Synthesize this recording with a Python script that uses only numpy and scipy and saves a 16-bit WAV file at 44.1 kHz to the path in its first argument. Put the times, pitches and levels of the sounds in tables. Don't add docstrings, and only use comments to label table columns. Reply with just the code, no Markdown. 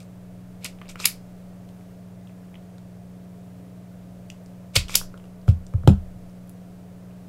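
import sys
import numpy as np
from scipy import signal
from scipy.fft import rfft, irfft
from scipy.io import wavfile
from scipy.ndimage import uniform_filter1d

SR = 44100
rng = np.random.default_rng(int(sys.argv[2]) if len(sys.argv) > 2 else 0)


def convert_level_to_amplitude(level_db):
    exponent = np.asarray(level_db, float) / 20
    return 10 ** exponent


def materialize(psi):
    bounded = np.clip(np.atleast_2d(psi).T, -1, 1)
    quanta = np.round(bounded * 32767).astype(np.int16)
    wavfile.write(sys.argv[1], SR, quanta)


N = 321074


def add(out, start_s, sound):
    i = int(start_s * SR)
    out[i:i + len(sound)] += sound[:N - i]


def walk(rate_hz):
    hold = int(SR / rate_hz)
    steps = np.repeat(rng.standard_normal(N // hold + 1), hold)
    return 0.94 * uniform_filter1d(uniform_filter1d(steps, hold), hold)[:N]


def band(x, lo_hz, hi_hz):
    sos = signal.butter(2, [lo_hz, min(hi_hz, .45 * SR)], "band", fs=SR, output="sos")
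    return signal.sosfilt(sos, x)


def ring(modes, length_s=.03):
    t = np.arange(int(length_s * SR)) / SR
    out = np.zeros(len(t))
    for k, (hz, db, t60) in enumerate(modes):
        out += (-1) ** k * convert_level_to_amplitude(db) * np.sin(2 * np.pi * hz * t) * 1000 ** (-t / t60)
    return out


# (f/Hz, level/dB, waver/dB)
HUM_TONES = [(100.5, -51, 1.5), (119.5, -48, 2), (180.7, -40.5, .5), (197, -66, 0.5), (273.4, -61, -3.5),
             (302, -64, 1.3), (399, -64.5, -1), (430, -64, 4.5), (499, -85, 0.5)]


def hum(drift=0.0028):
    out = np.zeros(N)
    for hz, db, waver_db in HUM_TONES:
        turns = np.cumsum(hz * (1 + drift * walk(3.3))) / SR + rng.random()
        out += convert_level_to_amplitude(db + waver_db * walk(6)) * np.sin(2 * np.pi * turns)
    return out


# (f/Hz, level/dB per Hz)
AIR_COLOUR = [(30, -83.5), (110, -77), (250, -81.5), (380, -84.5), (570, -80), (700, -80.5), (770, -89.5),
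              (1000, -92.5), (2000, -99), (4000, -105.5), (8500, -107), (13000, -109), (15600, -110),
              (15900, -135)]


def air(flutter_db=0.5):
    at_hz, db = np.transpose(AIR_COLOUR)
    f = np.maximum(np.fft.rfftfreq(N, 1 / SR), 1)
    colour = convert_level_to_amplitude(np.interp(np.log(f), np.log(at_hz), db)) * np.sqrt(SR / 2)
    return irfft(rfft(rng.standard_normal(N)) * colour, N) * convert_level_to_amplitude(flutter_db * walk(4.1))


# (lowest f/Hz, highest f/Hz)
SWAY_BANDS = [(14, 22), (34, 74)]
# (t/s of most weight, level/dB, rise/s, fall/s per 20 dB)
LEANS_ON_BENCH = [
    (.4, -54, .4, 0.2),
    (.95, -48, .5, .3),
    (1.43, -50, .3, 0.15),
    (4.85, -41, .12, 0.2),
    (5.01, -34, .15, 0.17),
    (5.62, -44, .4, 0.46),
    (5.82, -43, .1, 0.3),
    (6.04, -37.5, .08, .33),
]
# (t/s, level/dB)
FRAME_JOLTS = [
    (4.78, -30),
    (5.49, -34),
    (5.78, -41.5),
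    (5.9, -22),
]


def sway():
    t, out = np.arange(N) / SR, np.zeros(N)
    jolts = [(s, db, .04, .17) for s, db in FRAME_JOLTS]
    for edges, rest_db, pushes in zip(SWAY_BANDS, (-62, -64), (LEANS_ON_BENCH, jolts)):
        level = convert_level_to_amplitude(rest_db + 4 * walk(5))
        for s, db, rise_s, fall_s in pushes:
            level = level + convert_level_to_amplitude(db - 20 * np.maximum((s - t) / rise_s, (t - s) / fall_s))
        rocking = band(band(rng.standard_normal(N), *edges), *edges)
        even = rocking / uniform_filter1d(np.abs(rocking), SR // 5)
        out += even * level * convert_level_to_amplitude(-3.5)
    return out


# (f/Hz, level/dB, t60/s)
JAW_RINGS = [(2340, -0.16, 0.0077), (2770, -0.4, 0.0083), (3480, 2, 0.0038), (4300, -2, .004)]
HANDLE_RINGS = [(520, -5.5, 0.01), (850, -4, 0.0084), (1315, 4, .005), (1600, -7, .005)]
STEEL_RINGS = [(5000, 1.5, 0.004), (6000, -1.7, .005), (7000, 0.54, .004), (8570, -1, .004)]
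EDGE_RINGS = [(9397, -8, 0.0048), (11466, 2, .004), (13700, -2, 0.0012), (14680, 0, .0015)]
# (t/s, length/s, start level/dB, end level/dB, steel level/dB re jaws)
SCRAPES = [(0.001, .055, -51.5, -79, 0), (0.61, .032, -60, -47, -7), (0.646, .013, -33.5, -32, -5.5),
           (0.66, .016, -33, -65, -1), (0.785, .094, -70, -62, -17), (0.888, .009, -47, -40.5, 0.5),
           (0.897, .033, -40.5, -62, 0), (0.975, .024, -64.5, -41, -3), (0.999, .043, -42, -39, 0),
           (1.045, .0085, -32.5, -31.5, -9), (4.735, .02, -55.5, -36, -5), (4.755, .01, -22.5, -17, -1.5),
           (4.766, .008, -14, -31, 1), (4.885, .056, -45, -39, 0), (4.944, .0085, -33.5, -32.5, -5),
           (5.489, .04, -44.5, -67, -3)]


def slides(grain_db=2.5):
    out = np.zeros(N)
    for s, length_s, start_db, end_db, steel_db in SCRAPES:
        n = int(length_s * SR)
        force = convert_level_to_amplitude(np.linspace(start_db, end_db, n) - 2.5) * signal.windows.tukey(n, .06)
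        edge_db = -10 + 0.67 * steel_db
        parts = (JAW_RINGS, 0), (STEEL_RINGS, steel_db), (EDGE_RINGS, edge_db), (HANDLE_RINGS, -10)
        for rings, db in parts:
            size = convert_level_to_amplitude(grain_db * np.repeat(rng.exponential(size=1500), 12))
            grains = size * rng.standard_normal(len(size))
            sound = signal.fftconvolve(grains, ring(rings))[:n]
            add(out, s, sound / sound.std() * convert_level_to_amplitude(db) * force)
    return out


# (f/Hz, t60/s, level/dB re the direct sound)
ROOM_ECHO = [(600, 0.13, -11), (1194, 0.25, -10.5), (2500, 0.18, -10), (5000, 0.21, -10.5),
             (9000, .16, -7.5), (14000, 0.15, -9)]


def room(x, wall_ms=16, wall_db=-19, build_ms=3.4):
    t = np.arange(SR // 3) / SR
    out = convert_level_to_amplitude(wall_db) * np.roll(x, int(wall_ms * SR / 1000))
    at_hz, t60s, dbs = np.transpose(ROOM_ECHO)
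    for hz in 400 * 2 ** (np.arange(33) / 6):
        edges = hz * 2 ** (-1 / 12), hz * 2 ** (1 / 12)
        fade = 1000 ** (-2 * t / np.interp(hz, at_hz, t60s))
        linger = (1 - np.exp(-1000 * t / build_ms)) * fade
        energy = signal.fftconvolve(band(x, *edges) ** 2, linger / linger.sum())[:N]
        noise = band(rng.standard_normal(N), *edges)
        out = out + convert_level_to_amplitude(np.interp(hz, at_hz, dbs)) * np.sqrt(np.abs(energy)) * noise / noise.std()
    return out


def contact(jaws, levels_db, rattle_ms, chatter=.2, slower=2.7):
    t = np.arange(SR // 30) / SR * 1000 / rattle_ms
    rattle = np.exp(-t) + chatter * np.exp(-t / slower)
    out = 0
    for part, db in zip((jaws, ring(HANDLE_RINGS), ring(STEEL_RINGS), ring(EDGE_RINGS)), levels_db):
        sound = signal.fftconvolve(rng.standard_normal(len(t)) * rattle, part)
        out = out + convert_level_to_amplitude(db) * sound / np.abs(sound).max()
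    return out


# (t/s, level/dB, handle level/dB re the tick, steel level/dB re the tick, f/Hz of the loose part)
LOOSE_TICKS = [(0.029, -50, -5, 5, 4790), (1.6895, -47, -11.5, -4, 3200), (1.8094, -51, -4, -4, 2030),
               (2.2727, -44, -13, -12, 2700), (2.2944, -49, -6, -14, 2040), (2.5421, -41, -7, -18, 2290),
               (2.5543, -40.5, -9, -27, 2320), (2.782, -49, 0, 0, 3500), (5.141, -49, 14, -10, 1940),
               (5.176, -45, 0, -3.5, 3010), (5.1978, -49.5, 3, -13, 2270), (5.24, -49, 2, -11, 2930),
               (5.2544, -54, -1, -1, 2870), (5.415, -55, -6, -11, 4700), (5.4872, -33, -8, -10, 2900),
               (5.666, -50.5, -8, 10.5, 3400), (5.7376, -48, 14.5, -4, 1700), (5.835, -60, 21.5, -3, 1920),
               (6.2966, -53, -11.5, -5, 5100), (7.1073, -53, -4.5, -15.5, 2020)]
LINKAGE_TICKS = [(0.787, -46, -6, -20, 2430), (0.815, -39, 3, -22, 1900), (0.8184, -39, -1, -26, 2300),
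                 (0.8562, -42, -5, -20, 2070), (0.8704, -46, -4, -12, 2120), (0.8817, -43, -9, -12, 3870),
                 (0.957, -33, 0.5, -9, 2300), (1.0001, -25.5, -3.5, -5, 3750),
                 (1.0034, -29, -5.5, -9.5, 4550), (4.301, -29, -28, -2, 2550), (4.4604, -57.5, 1, 14, 1950),
                 (4.8828, -32, -12, -2, 3050), (4.8948, -27.5, -1, -6, 1900), (5.0133, -37.5, 8, -2, 4910)]


def ticks():
    out = np.zeros(N)
    for rows in (LOOSE_TICKS, LINKAGE_TICKS):
        for s, db, handle_db, steel_db, hz in rows:
            edge_db = -14 + .55 * steel_db
            piece = band(ring([(hz, 0, .004), (1.33 * hz, -4, .004)]), .75 * hz, 1.8 * hz)
            add(out, s, contact(piece, db + np.array([0, handle_db, steel_db, edge_db]), rattle_ms=0.92))
    return out


# (t/s, jaws level/dB, steel level/dB re jaws, edge level/dB re jaws, f/Hz favoured by the spot struck)
HARD_SNAPS = [(0.6445, -32.5, 4, 7, 4400), (0.6458, -27, 7, -2, 4300), (.6605, -26, -7, -8, 4550),
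              (1.0432, -17, -16.5, -16, 2600), (1.0538, -12.5, 1, 0.5, 2700), (1.0554, -9.5, 1.5, 7, 3700),
              (4.760, -11, -5, -11.5, 3000), (4.7634, -5, -5, -10, 4500), (4.7648, -6.5, -6, -11, 3500),
              (4.942, -21, -0.5, -9, 2570), (4.9515, -15, -0.5, -9, 2800), (4.9531, -11, -5, -3.5, 3298)]
LONG_CRUNCHES = [
    (.6515, -24, -14, -14, 2400),
    (1.0568, -10.5, 0.5, -2, 5000),
    (4.7546, -21, 0, -3, 2850),
    (4.7565, -16, 2, -8, 2850),
    (4.7665, -15, -3, -4, 2800),
    (4.9544, -8.5, 6.5, 6.5, 4900),
]


def snaps():
    out = np.zeros(N)
    for rows, rattle_ms in ((HARD_SNAPS, .8), (LONG_CRUNCHES, 1.7)):
        for s, db, steel_db, edge_db, hz in rows:
            struck = band(ring(JAW_RINGS) + ring([(hz, 8, .006)]), 2000, 9000)
            add(out, s, contact(struck, db + np.array([0, -18, steel_db, edge_db]), rattle_ms))
    return out


# (f/Hz, level/dB, t60/s)
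SPRING_TONES = [(2550, -4, 0.15), (3100, -5, 0.12), (3700, 0, 0.1), (5050, -4, 0.14), (7250, -2, 0.16),
                (8250, -4, 0.11), (10650, -2, .12)]
# (t/s, level/dB, tilt/dB per octave)
SPRING_TWANGS = [
    (.646, -54, -4),
    (1.057, -34, 0),
    (4.765, -28, -8),
    (4.955, -35, 1),
    (5.879, -43, -3),
]


def spring(jostle_hz=95):
    out, t = np.zeros(N), np.arange(SR // 4) / SR
    for s, db, tilt_db in SPRING_TWANGS:
        for hz, tone_db, t60 in SPRING_TONES:
            x = band(rng.standard_normal(len(t)), hz - jostle_hz, hz + jostle_hz)
            level = convert_level_to_amplitude(db + tone_db + tilt_db * np.log2(hz / 4000))
            add(out, s, level * x / x.std() * 1000 ** (-t / t60))
    return out


# (t/s, level/dB, contact/ms)
MAT_SLAPS = [
    (5.4803, -22.5, 1.32),
    (5.8758, -1.5, 1.1),
    (5.8772, -14, .8),
    (.8160, -30, 0.34),
    (.9572, -27.5, .4),
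]


def slaps():
    out, t = np.zeros(N), np.arange(SR // 50) / SR
    for s, db, contact_ms in MAT_SLAPS:
        u = 1000 * t / contact_ms
        push = np.sin(np.pi * np.minimum(u, 1)) ** 2
        pull = 0.4 * (u > 1) * np.exp(-(u - 1) / 1.7)
        add(out, s, convert_level_to_amplitude(db) * (push - pull))
    return out


def boom(hz, t60, sign, db, push_ms):
    t = np.arange(SR // 2) / SR
    swell = 1 - np.exp(-10 * t * hz / push_ms)
    return convert_level_to_amplitude(db) * sign * swell * np.sin(2 * np.pi * hz * t) * 1000 ** (-t / t60)


# (f/Hz, t60/s, sign at the stand, travel/ms, column of the knocks table, level/dB)
BENCH_RINGS = [(43, 0.16, -1, 1.7, 1, -9), (83.1, .24, 1, 4, 1, -0.5), (112, .12, -1, 4, 1, 2),
               (150.3, 0.2, 1, 2.3, 2, -5), (203.8, 0.19, -1, 2.5, 3, -3.5), (283, .1, 1, 1.1, 4, -4.5),
               (336, .07, -1, 1.5, 4, -6.5), (460, 0.099, 1, 1.3, 4, -8.5),
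               (541.5, 0.072, -1, 0.46, 4, 1.5), (720, 0.042, 1, .4, 4, -2)]
# (t/s, lowest rings level/dB, 152 Hz level/dB, 200 Hz level/dB, upper rings level/dB)
BENCH_KNOCKS = [
    (4.76, -17, -22, -36, -27),
    (5.480, -5.5, -12.5, -18, -30),
    (5.739, -13.5, -29, -47, -43),
    (5.838, -24, -25, -46, -49),
    (6.149, -41, -43, -42, -63),
]


def knocks():
    out = np.zeros(N)
    for knock in BENCH_KNOCKS:
        for hz, t60, sign, travel_ms, column, db in BENCH_RINGS:
            level_db = knock[round(column)] + db
            add(out, knock[0] + travel_ms / 1000, boom(hz, t60, sign, level_db, push_ms=1.3))
    return out


# (t/s, jaws level/dB, handle level/dB re jaws, steel level/dB re jaws, edge level/dB re jaws)
MAT_LANDINGS = [
    (5.4750, -55, -5, 3, 2),
    (5.48, -37.5, 10, -6, -12),
    (5.4875, -40, -3, 0, -5),
    (5.8745, -17, 5, -11, -12),
    (5.8790, -29, 3, 1, -16.5),
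]


def landings():
    out = np.zeros(N)
    for s, db, *rel_db in MAT_LANDINGS:
        jaws = ring(JAW_RINGS) + ring([(3150, 8, .006)])
        add(out, s, contact(jaws, db + np.array([0, *rel_db]), rattle_ms=1.4))
    return out


# (f/Hz, t60/s, sign at the stand, travel/ms, level/dB)
DROP_RINGS = [(42.84, 0.31, -1, .3, -16.5), (83.2, .27, 1, 2, -5), (114.7, .18, -1, 1.6, -5.5),
              (149, .14, -1, 3.0, -4.5), (196.6, 0.1094, 1, 2.7, -16), (195.4, 0.18, 1, 23.1, -7.5),
              (285, .13, 1, 0.57, -15), (350, 0.115, 1, 0.59, -15.5), (441, 0.14, -1, 1.1, -24.5),
              (545, 0.105, -1, 0.55, -23.5), (726, 0.059, 1, 0.45, -28.5), (855, 0.081, -1, .4, -27.5)]


def drop(at_s=5.875):
    out = np.zeros(N)
    for hz, t60, sign, travel_ms, db in DROP_RINGS:
        add(out, at_s + travel_ms / 1000, boom(hz, t60, sign, db, push_ms=1.5))
    return out


# (t/s, level/dB of the thin top ring)
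STRAND_PINCHES = [
    (6.4744, -52.5),
    (6.494, -37.5),
]
# level/dB of jaws, handle, steel, edge
STRAND_LEVELS = (-17, -18, -11, 1)


def strands():
    out = np.zeros(N)
    for s, db in STRAND_PINCHES:
        add(out, s, contact(ring(JAW_RINGS), db + np.array(STRAND_LEVELS), rattle_ms=0.92))
    return out


def scene():
    tool = slides() + ticks() + snaps() + slaps() + landings() + strands()
    bench = knocks() + drop()
    background = hum() + air() + sway()
    return (tool + room(tool) + spring() + bench + background)[None]


def top_cut(x):
    return signal.sosfilt(signal.butter(12, 16520, fs=SR, output="sos"), x)


def record(dry):
    low_pass = signal.ellip(8, .2, 40, 15800, fs=SR, output="sos")
    mix = np.clip(signal.sosfilt(low_pass, dry), -1, 1)
    return top_cut(mix)


dry = scene()
out = record(dry)
materialize(out)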